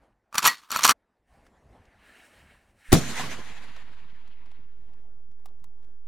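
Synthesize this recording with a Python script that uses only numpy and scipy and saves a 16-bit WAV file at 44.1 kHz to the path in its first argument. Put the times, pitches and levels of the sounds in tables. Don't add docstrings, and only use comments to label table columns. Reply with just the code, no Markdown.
import sys
import numpy as np
from scipy import signal
from scipy.fft import rfft, irfft, next_fast_len
from scipy.io import wavfile
from scipy.ndimage import uniform_filter1d, map_coordinates

SR = 44100
rng = np.random.default_rng(int(sys.argv[2]) if len(sys.argv) > 2 else 0)


def unload_wav(signal):
    wavfile.write(
        sys.argv[1],
        SR,
        np.round(np.clip(np.atleast_2d(signal).T, -1, 1) * 32767).astype(np.int16),
    )


def volts(x):
    e = np.asarray(x, float) / 20
    return 10 ** e


N = 267687


def unit(x):
    return x / np.sqrt(np.mean(x ** 2) + 1e-20)


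def along(points, hz):
    point_hz, value = np.transpose(points)
    return np.interp(np.log(hz + 1), np.log(point_hz + 1), value)


def gains(*tables):
    t, total = np.arange(N) / SR, 0
    for rows in tables:
        s, *columns = np.transpose(rows)
        levels_db = [np.interp(t, s, column, left=-200, right=-200) for column in columns]
        total = total + volts(levels_db)
    return total


def wobble(knots_per_s):
    knots = rng.standard_normal(int(N * knots_per_s / SR) + 4)
    return map_coordinates(knots, [np.arange(N) * knots_per_s / SR])


def rush(spectrum, alike=((60, 1),), patchy_db=2):
    z = signal.stft(rng.standard_normal((2, N)), nperseg=512)[2]
    field = uniform_filter1d(rng.standard_normal(z.shape[1:]), size=6, axis=0)
    field = uniform_filter1d(field, size=8, axis=1)
    pair = signal.istft(z * volts(patchy_db * unit(field)), nperseg=512)[1][:, :N]
    size = next_fast_len(N)
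    hz = np.fft.rfftfreq(size, 1 / SR)
    turn = np.arccos(np.clip(along(alike, hz), -1, 1)) / 2
    shape = volts(along(spectrum, hz)) * [np.cos(turn), np.sin(turn)]
    mid, side = irfft(rfft(pair, size) * shape, size)[:, :N]
    return unit(np.array([mid + side, mid - side]))


def ring(modes, t, scatter_db=4):
    total = 0
    for hz, db, t60 in modes:
        decay = volts(db + scatter_db * rng.normal() - 60 * t / t60)
        total = total + decay * np.sin(2 * np.pi * hz * t)
    return total


def burst(t, lo_hz, hi_hz, t60):
    band = signal.butter(2, [lo_hz, min(hi_hz, .49 * SR)], "bandpass", fs=SR, output="sos")
    return unit(signal.sosfilt(band, rng.standard_normal(len(t)))) * volts(-60 * t / t60)


def add(track, s, sound):
    start = round(s * SR)
    part = track[..., start:start + sound.shape[-1]]
    part += sound[..., :part.shape[-1]]


# time in seconds, rumble level in dB, breeze level in dB.
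AIR_LEVELS = [
    [(0.0, -70, -67), (0.036, -67, -62), (0.15, -78, -77), (0.3, -79.5, -78.5)],
    [(0.95, -77, -72), (1.064, -82, -75.5), (1.28, -76.5, -77), (1.33, -65, -64.5), (1.426, -58.5, -62),
     (1.486, -67.5, -66), (1.726, -57, -64.5), (1.872, -58, -64), (2.15, -68, -63), (2.318, -70, -62.5),
     (2.426, -56.5, -62), (2.546, -62.5, -62), (2.616, -71.5, -70.5), (2.834, -71, -69.5),
     (2.9, -57, -70.5)],
    [(4.7, -68, -75.5), (4.932, -62, -70.5), (5.02, -62, -68), (5.276, -66, -74.5), (5.508, -66, -69),
     (5.698, -64, -74.5), (5.878, -63, -69), (6.07, -75.5, -76.5)],
]
# frequency in Hz, density in dB per Hz.
RUMBLE_SPECTRUM = [(12, -31.5), (20, -1.5), (49, 3.5), (151, -8.5), (204, -10.5), (350, -22), (460, -47.5),
                   (770, -120)]
BREEZE_SPECTRUM = [(120, -30), (200, -3.5), (425, -6), (550, -5.5), (829, -5.5), (1290, -13), (1820, -14),
                   (2850, -25.5), (12000, -38), (15600, -68), (22000, -120)]


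def wind():
    rumble, breeze = gains(np.vstack(AIR_LEVELS))
    low = rumble * volts(2.5 * wobble(14)) * rush(RUMBLE_SPECTRUM, patchy_db=2.5)
    high = breeze * volts(1.1 * wobble(12)) * rush(BREEZE_SPECTRUM, patchy_db=2.7)
    return low + high


# time in seconds, rub level in dB, sheen level in dB.
SLEEVE_LEVELS = [
    [(0.0, -80, -100), (0.054, -81, -105), (0.066, -103, -109), (0.13, -81, -99), (0.136, -99, -109),
     (0.3, -100, -109)],
    [(1.15, -100, -109), (1.208, -100, -107), (1.282, -78, -83.5), (1.362, -77, -80.5), (1.44, -76, -86),
     (1.47, -68.5, -73), (1.484, -75, -85.5), (1.554, -100, -91.5), (1.804, -71.5, -85),
     (1.932, -70.5, -86), (2.07, -61, -72.5), (2.258, -58, -66.5), (2.298, -64, -68.5),
     (2.318, -60.5, -69.5), (2.514, -62.5, -73), (2.742, -76.5, -81.5), (2.89, -52.5, -61.5),
     (2.92, -45.5, -54.5)],
]
# frequency in Hz, density in dB per Hz.
RUB_SPECTRUM = [(760, -38.5), (1300, -8.5), (1780, -1.5), (2090, -7.5), (2190, -2.5), (2340, -8),
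                (2800, -7), (3190, -11.5), (3430, -19.5), (3790, -15), (4500, -19.5), (5850, -52),
                (9900, -120)]
SHEEN_SPECTRUM = [(2350, -29.5), (4000, -2.5), (4280, -7), (5610, -2), (6580, -5.5), (8510, 0),
                  (11500, -7.5), (12600, -11), (14700, -11), (15700, -14)]


def sleeve():
    rub, sheen = gains(*SLEEVE_LEVELS)
    folds = volts(1.2 * wobble(30))
    cloth = rub * rush(RUB_SPECTRUM, patchy_db=1.5)
    return folds * (cloth + sheen * rush(SHEEN_SPECTRUM, patchy_db=1.5))


# start in seconds, peak in dB, pitch in Hz, bright edge in dB, t60 in seconds.
TACKLE_TICKS = [(1.336, -59.5, 716, -11.5, 0.03), (1.465, -49, 1280, -18.5, 0.03),
                (1.853, -51, 1250, -28, 0.03), (3.763, -36.5, 1390, -22, 0.03),
                (4.276, -47.5, 904, -19, 0.03), (4.458, -48.5, 864, -30.5, 0.03),
                (4.514, -47, 703, -33, 0.03), (4.934, -54.5, 713, -25.5, 0.03),
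                (5.314, -56.5, 703, -24.5, 0.03), (5.396, -60.5, 703, -11, 0.03),
                (5.457, -39.5, 810, -2.5, 0.03), (5.484, -54, 824, -21.5, 0.03),
                (5.599, -64.5, 746, -4, 0.03), (5.641, -45.5, 904, -2, 0.03),
                (5.828, -54.5, 703, -34, 0.03), (5.844, -54.5, 746, -28, 0.03)]


def tackle():
    out, t = np.zeros(N), np.arange(SR // 8) / SR
    rise = 1 - np.exp(-t / .001)
    for s, db, hz, top_db, t60 in TACKLE_TICKS:
        knock = burst(t, .8 * hz, 1.25 * hz, t60) * volts(-8) + burst(t, 500, 5000, t60) * volts(-9)
        edge = volts(top_db - 4.5) * burst(t, 4000, 15500, .7 * t60)
        add(out, s, volts(db) * rise * (knock + edge))
    return out


# start in seconds, peak in dB, then body, crack and wire in dB re peak.
BAIL_CLICKS = [(0.327, -40.5, 5.5, -7.5, -26.5), (0.353, -12.5, -5, -16.5, -26),
               (0.381, -4.5, -18, -7, -21.5), (0.386, -11, -7, -17.5, -21), (0.392, -15.5, -13, -14, -18),
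               (0.428, -12.5, -8.5, -11, -27.5), (0.443, -9, -6.5, -13.5, -27.5),
               (0.451, -5, -10.5, -11.5, -21.5), (0.454, -5.5, -11.5, -11.5, -20),
               (0.46, -1.5, -12, -16, -25.5), (0.467, -3, -16.5, -13, -9), (0.474, -1.5, -16, -11, -9),
               (0.479, -6, -11.5, -6, -19), (0.705, -22.5, -9.5, -7, -15), (0.716, -13.5, -17, -10.5, -18),
               (0.724, -13.5, -7.5, -14.5, -25), (0.761, -6, -7, -16.5, -25),
               (0.77, -14.5, -15.5, -12, -16), (0.792, -17, -6.5, -13.5, -12.5),
               (0.833, -9, -15.5, -8.5, -19.5), (0.837, -2, -20, -8, -24.5),
               (0.846, -2.5, -17, -7.5, -19.5), (0.851, 3, -11.5, -12, -19),
               (0.865, -0.5, -16.5, -16.5, -17.5), (0.877, -11, -11, -0.5, -11.5),
               (0.893, 4, -11, -10.5, -21), (0.909, -3, -11, -10, -27)]
# frequency in Hz, level in dB, t60 in seconds.
HOUSING_MODES = [(1180, -0.5, .03), (1310, 0, .03), (1050, -7, .03), (650, -13.5, .03), (250, -16.5, .04),
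                 (2450, -4.5, .02)]
ARM_MODES = [(2920, -6.5, .02), (4370, -1, .03), (5790, 1, .02), (7090, -1, .015), (8700, -7.5, .015)]
WIRE_MODES = [(10800, -7, .02), (11700, 0, .04), (13900, -5, .02)]


def bail_clicks():
    out, t = np.zeros(N), np.arange(SR // 8) / SR
    rise = 1 - np.exp(-t / .0004)
    for s, db, body_db, crack_db, wire_db in BAIL_CLICKS:
        body = volts(body_db - 3.5) * ring(HOUSING_MODES, t)
        crack = volts(crack_db - 5) * (ring(ARM_MODES, t) + 1.5 * burst(t, 1800, 10000, .018))
        wire = volts(wire_db - 2.5) * (ring(WIRE_MODES, t) + .8 * burst(t, 9000, 15500, .015))
        add(out, s, volts(db) * rise * (body + crack + wire))
    return out


# start in seconds, frequency in Hz, level in dB, t60 in seconds.
SPOOL_RINGS = [
    (.478, 1922, -15, .12),
    (.478, 4400, -30, .2),
    (.478, 1180, -25, .1),
]


def spool_rings():
    out, t = np.zeros(N), np.arange(SR // 4) / SR
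    for s, hz, db, t60 in SPOOL_RINGS:
        add(out, s, ring([(hz, db, t60)], t, scatter_db=0))
    return out


# time in seconds, body level in dB, grit level in dB.
SPRING_LEVELS = [
    [(0.31, -84, -85.5), (0.356, -23.5, -31.5), (0.372, -40, -45.5), (0.384, -22.5, -21),
     (0.412, -44.5, -42), (0.462, -16, -16), (0.578, -61, -52), (0.684, -57, -63.5), (0.7, -47.5, -63.5)],
    [(0.7, -44.5, -47), (0.722, -35, -32), (0.822, -36, -35), (0.854, -14.5, -13), (0.874, -30, -27),
     (0.914, -14.5, -13.5), (0.94, -52, -57)],
]
# frequency in Hz, density in dB per Hz.
GRIT_SPECTRUM = [(59, -51.5), (100, -21), (255, -12.5), (433, -17.5), (721, -17.5), (1080, -3), (1330, -3),
                 (1450, -5), (2580, -7), (4290, -8.5), (13500, -22.5), (15000, -25), (16000, -42)]


def spring_scrape():
    body, grit = gains(*SPRING_LEVELS)
    chatter = volts(3.5 * wobble(220))
    hum = rush([(500, -29), (900, -7.5), (1200, 0.1), (1500, -8), (2500, -28)])[0]
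    return chatter * (volts(-5.5) * body * hum + volts(-2) * grit * rush(GRIT_SPECTRUM)[0])


def reel():
    hand = np.clip((.934 - np.arange(N) / SR) / .012, 0, 1)
    return (bail_clicks() + spool_rings() + spring_scrape()) * hand


# start in seconds, peak in dB, pitch in Hz.
GUIDE_SLAPS = [(3.035, -30, 1640), (3.131, -31, 1270), (3.177, -24, 2050), (3.195, -22, 748),
               (3.211, -23, 1040), (3.218, -27, 996), (3.237, -24.5, 1110), (3.261, -36, 956)]


def guide_slaps():
    out, t = np.zeros((2, N)), np.arange(SR // 10) / SR
    for s, db, hz in GUIDE_SLAPS:
        add(out, s, (1 - np.exp(-t / .002)) * ring([(hz, db + 0.5, .03)], t, scatter_db=1))
    return out


# time in seconds, thump level in dB, hiss level in dB, fizz level in dB.
TAIL_LEVELS = [(2.92, -24, -38, -28.5), (2.93, -31, -11, -23.5), (2.93, -7.5, -21, -18.5),
               (2.95, -21.5, -32, -24.5), (2.95, -20, -29, -31), (2.97, -20.5, -37, -31),
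               (2.99, -27.5, -39.5, -32.5), (3.0, -29.5, -40.5, -39.5), (3.1, -41, -41.5, -41),
               (3.17, -46, -35.5, -38), (3.2, -36.5, -34.5, -38), (3.28, -42.5, -39.5, -45),
               (3.41, -54, -45, -53.5), (4.05, -69.5, -60, -78), (4.66, -69, -67.5, -88.5),
               (4.77, -76, -76, -87), (5.0, -65.5, -74.5, -97.5)]
# frequency in Hz, density in dB per Hz.
THUMP_SPECTRUM = [(18, -44), (30, -14), (38, -13.5), (162, -1.5), (203, -6.5), (241, -0.5), (282, -8),
                  (497, -16), (700, -16), (910, -46), (1540, -120)]
HISS_SPECTRUM = [(240, -39), (400, -8.5), (585, -11), (708, -5), (1020, -1), (1200, -4.5), (1950, -1),
                 (3800, -10), (5000, -17), (6500, -48), (11000, -120)]
FIZZ_SPECTRUM = [(2060, -28.5), (3500, -3), (4870, -8.5), (6830, -3.5), (8190, -11), (10300, -12),
                 (15100, -24.5), (16100, -34), (16500, -66)]
# frequency in Hz, left-right likeness from -1 to 1.
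TAIL_LIKENESS = [(60, 0.72), (130, 0.92), (290, 0.85), (640, 0.8), (1410, 0.76), (3100, 0.5), (6820, 0.13),
                 (15000, -0.18)]


def line_tail():
    thump, hiss, fizz = gains(TAIL_LEVELS)
    flutter = volts(1.6 * wobble(45))
    roll = thump * volts(2.5 * wobble(30)) * rush(THUMP_SPECTRUM, TAIL_LIKENESS, patchy_db=1.5)
    line = hiss * rush(HISS_SPECTRUM, TAIL_LIKENESS, patchy_db=1.77)
    line = line + fizz * rush(FIZZ_SPECTRUM, TAIL_LIKENESS, patchy_db=2.24)
    return roll + flutter * line


# start in seconds, peak in dB, left minus right in dB.
CRACK_SHOCKS = [
    (2.928, 11, -3.5),
    (2.9313, 9.5, 1.5),
    (2.9345, 2, 2),
    (2.9525, -4.5, 3),
]


def rod_crack():
    out, t = np.zeros((2, N)), np.arange(SR // 10) / SR
    u = t / .0009
    for s, db, pan_db in CRACK_SHOCKS:
        level = volts(db + np.array([[pan_db], [-pan_db]]) / 2)
        add(out, s, -level * (1 - u) * np.exp(-u / 1.3))
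    lean = volts([[2.1], [-2.1]])
    mid, side = [burst(t, 130, 500, .045) * volts(2) + burst(t, 600, 16000, .03) * volts(-5) for _ in range(2)]
    add(out, 2.9285, lean * (.75 * mid + .4 * np.array([side, -side])))
    return out


def cast():
    wide = rod_crack() + line_tail() + guide_slaps()
    ceiling = np.array([[.64], [.46]])
    return wide / (1 + np.abs(wide / ceiling) ** 6) ** (1 / 6)


def scene():
    return wind() + sleeve() + tackle() + reel() + cast()


def band_limit(x):
    return signal.sosfilt(signal.butter(12, 16800, fs=SR, output="sos"), x)


# time in seconds, left and right in full scale.
WIDE_OFFSET = [
    (2.886, 0, 0),
    (2.9, .0215, .032),
]


def record(dry):
    s, *level = np.transpose(WIDE_OFFSET)
    x = dry + np.array([np.interp(np.arange(N) / SR, s, v) for v in level])
    limited = x / (1 + np.abs(x / .9) ** 8) ** (1 / 8)
    return band_limit(limited)


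dry = scene()
out = record(dry)
unload_wav(out)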